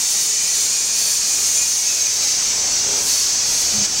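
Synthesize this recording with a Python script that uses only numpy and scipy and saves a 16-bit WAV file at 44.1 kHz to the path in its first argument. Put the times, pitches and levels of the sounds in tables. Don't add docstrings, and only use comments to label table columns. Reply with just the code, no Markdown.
import sys
import numpy as np
from scipy import signal
from scipy.fft import rfft, irfft, next_fast_len
from scipy.io import wavfile
from scipy.ndimage import uniform_filter1d, map_coordinates

SR = 44100
rng = np.random.default_rng(int(sys.argv[2]) if len(sys.argv) > 2 else 0)


def generate_wav(sig):
    pcm = np.round(np.clip(np.atleast_2d(sig).T, -1, 1) * 32767).astype(np.int16)
    wavfile.write(sys.argv[1], SR, pcm)


N = 176400


def amp(db):
    return 10 ** (np.asarray(db) / 20)


def unit(x):
    return x / np.sqrt(np.mean(x ** 2) + 1e-20)


def clock():
    return np.arange(N) / SR


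def curve(rows):
    return np.interp(clock(), *np.transpose(rows))


def wobble(rate):
    return map_coordinates(rng.standard_normal(1024), [clock() * rate], mode="wrap")


def gate(start, end, fade_s):
    t = clock()
    return np.clip((t - start) / fade_s + .5, 0, 1) * np.clip((end - t) / fade_s + .5, 0, 1)


def filtered(x, response):
    size = next_fast_len(N + SR // 2)
    return irfft(rfft(x, size) * response(np.fft.rfftfreq(size, 1 / SR)), size)[..., :N]


def noise(colour):
    knots_hz, db = np.transpose(colour)
    white = rng.standard_normal(N)
    return unit(filtered(white, lambda hz: amp(np.interp(np.log(hz + 1), np.log(knots_hz), db))))


def resonance(hz, width_hz):
    white = rng.standard_normal(N)
    return unit(filtered(white, lambda f: (1j * f * width_hz / (hz**2 - f**2 + 1j * f * width_hz)) ** 2))


def tone(hz, drift, waver_db, rate=14):
    phase = 2 * np.pi * np.cumsum(hz * (1 + drift * wobble(rate))) / SR
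    return unit(np.sin(phase) * amp(waver_db * wobble(rate / 2)))


def patchy(x, depth_db):
    spectrum = signal.stft(x, nperseg=1024)[2]
    patches = uniform_filter1d(rng.standard_normal(spectrum.shape), size=4, axis=0)
    patches = uniform_filter1d(patches, size=9, axis=1)
    return unit(signal.istft(spectrum * amp(depth_db * unit(patches)), nperseg=1024)[1][:N])


def overloaded(x, ceiling=1.84, knee=1.4):
    fine = signal.resample_poly(unit(x), 2, 1)
    rounded = fine / (1 + np.abs(fine / ceiling) ** knee) ** (1 / knee)
    return unit(signal.resample_poly(rounded, 1, 2))


def frame_reflections(x, patterns=16, echoes=12, spread_s=.014, strength=.69, moves_per_s=3.075):
    reflected = np.zeros(N)
    position = np.minimum(clock() * moves_per_s, patterns - 1)
    for k in range(patterns):
        response = np.zeros(SR // 10)
        lags = (rng.uniform(.08, 1, echoes) * spread_s * SR).astype(int)
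        response[lags] = rng.choice([-1, 1], echoes) * strength / np.sqrt(echoes)
        crossfade = np.cos(np.pi / 2 * np.clip(position - k, -1, 1))
        reflected += signal.oaconvolve(x, response)[:N] * crossfade
    return unit(x + reflected)


# frequency in Hz, relative level in dB.
WORKSHOP_COLOUR = [(15, -2), (30, 2), (60, 2), (120, 1), (200, 2.5), (320, 2), (500, 2.5), (850, 3),
                   (1300, 0), (2000, -2), (4000, -10), (10000, -43)]
# time in seconds, level in dB before trim.
WORKSHOP_LEVEL = [(0.03, -45.5), (0.07, -46.5), (0.37, -49), (0.49, -44.5), (1.86, -46.5), (2.94, -38.5),
                  (3.22, -43), (3.85, -38.5), (3.87, -43), (3.99, -42)]


def workshop(trim_db=4.5):
    machines = patchy(noise(WORKSHOP_COLOUR), depth_db=1.85)
    return machines * amp(curve(WORKSHOP_LEVEL) + trim_db + .87 * wobble(14))


# time in seconds, level in dB before trim.
HUM_LEVEL = [(0.0, -51), (0.21, -55), (0.54, -73), (0.65, -50), (0.81, -62), (3.73, -47.5), (3.79, -38),
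             (4.0, -57)]


def motors(trim_db=-.5):
    hum = tone(hz=88.5, drift=.022, waver_db=2.5) * amp(curve(HUM_LEVEL) + trim_db)
    fan = tone(hz=436, drift=.015, waver_db=1.5, rate=30) * amp(-54.5)
    return hum + fan


def low_drone(start_s=3.735, end_s=3.84):
    note = tone(hz=208, drift=.02, waver_db=1.2, rate=60) * amp(-32.5)
    rumble = resonance(hz=102, width_hz=120) * amp(-39)
    return (note + rumble) * gate(start_s, end_s, fade_s=.025)


# frequency in Hz, level in dB at the top of the swell.
FRAME_RING = [(404, -38), (490, -46), (570, -41)]


def frame_rub(peak_s=2.94, half_length_s=.1):
    ring = sum(tone(hz, drift=.03, waver_db=2, rate=60) * amp(db) for hz, db in FRAME_RING)
    rub = resonance(hz=523, width_hz=760) * amp(-45)
    return (ring + rub) * np.exp(-((clock() - peak_s) / half_length_s) ** 2)


# start in seconds, end in seconds, pitch in Hz, level in dB before trim.
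LEAK_WHISTLES = [ (.15, .36, 8650, -38), (.34, .52, 2420, -41), (.55, .93, 4360, -39),
                 (.56, .92, 7430, -37), (.74, 1.02, 2450, -42), (.94, 1.13, 4475, -30),
                 (1.16, 1.28, 4475, -34), (1.07, 1.24, 8750, -37), (1.2, 1.42, 2460, -43),
                 (1.38, 1.9, 8850, -39), (1.44, 2.1, 6390, -27), (1.55, 1.68, 7112, -27),
                 (1.59, 1.66, 2470, -34), (1.88, 2.1, 2480, -43), (1.86, 1.97, 2590, -39),
                 (2.04, 2.12, 6020, -27), (2.65, 2.82, 4430, -36), (3.05, 3.5, 4475, -34),
                 (3.54, 3.78, 4475, -37)]


def whistles(trim_db=2.5, waver_hz=19.86):
    spurts = np.zeros(N)
    for start, end, hz, db in LEAK_WHISTLES:
        whistle = tone(hz, drift=waver_hz / hz, waver_db=3, rate=80)
        spurts += whistle * amp(db + trim_db) * gate(start, end, fade_s=.06)
    return spurts


# frequency in Hz, relative level in dB.
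FIZZ_SPECTRUM = [(2000, -17), (5000, 2.5), (8500, 1), (9500, -0.5), (10500, -3.5), (12000, -8),
                 (14000, -8.5), (16000, -8.5)]
# time in seconds, level in dB before trim.
FIZZ_LEVEL = [(0.03, -31.5), (0.23, -31), (0.35, -37), (0.61, -31), (0.85, -37.5), (0.93, -36), (0.98, -31),
              (1.04, -29.5), (1.22, -33.5), (1.58, -31.5), (1.67, -34), (2.16, -37), (2.25, -37),
              (2.43, -37.5), (2.86, -42.5), (3.11, -28.5), (3.38, -40.5), (3.59, -32), (3.75, -37.5),
              (3.86, -42), (3.89, -44), (3.99, -40)]


def air_fizz(trim_db=7.5):
    fizz = frame_reflections(noise(FIZZ_SPECTRUM))
    return fizz * amp(curve(FIZZ_LEVEL) + trim_db + .96 * wobble(25))


# frequency in Hz, relative level in dB.
JET_IN_FRONT = [(500, -34), (1400, -26.5), (2400, -15), (3000, -18.5), (3900, -14.5), (4450, -7.5),
                (4900, -9), (5450, -6.5), (5950, 0.5), (6500, -0.5), (7100, -2), (8000, -12), (9200, -30),
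                (11500, -25.5), (16000, -55)]
JET_UNDER_FRAME = [(500, -47), (1400, -25.5), (2400, -13.5), (3000, -15.5), (3900, -12.5), (4450, -6),
                   (4900, -5), (5450, -2), (5950, 1), (6500, 1), (7100, -4.5), (8000, -9.5), (9200, -22),
                   (11500, -41), (16000, -55)]
# time in seconds, level in dB before trim.
JET_LEVEL = [(0.03, -20), (0.21, -19.5), (0.23, -21), (0.34, -19.5), (0.76, -19.5), (0.83, -20),
             (1.54, -19.5), (1.6, -20), (1.62, -20.5), (2.19, -20), (2.21, -18.5), (2.62, -20), (2.99, -19),
             (3.06, -22.5), (3.1, -19), (3.48, -19.5), (3.53, -19), (3.79, -19), (3.86, -17), (3.87, -22.5),
             (3.98, -20), (3.99, -18.5)]


def air_jet(trim_db=.75, under_frame_s=1.9):
    in_front = gate(-1, under_frame_s, fade_s=.69)
    flow = noise(JET_IN_FRONT) * np.sqrt(in_front) + noise(JET_UNDER_FRAME) * np.sqrt(1 - in_front)
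    hiss = overloaded(frame_reflections(flow))
    hiss *= amp(curve(JET_LEVEL) + trim_db + .3 * wobble(18))
    bright_edge = frame_reflections(resonance(hz=8700, width_hz=560))
    bright_edge *= amp(-32.5 + .81 * wobble(12)) * in_front
    return hiss + bright_edge


def scene():
    leak = air_jet() + air_fizz() + whistles()
    mono = leak + frame_rub() + workshop() + motors() + low_drone()
    return np.array([mono, mono])


def record(dry, top_hz=15800):
    return filtered(dry, lambda hz: hz < top_hz)


dry = scene()
out = record(dry)
generate_wav(out)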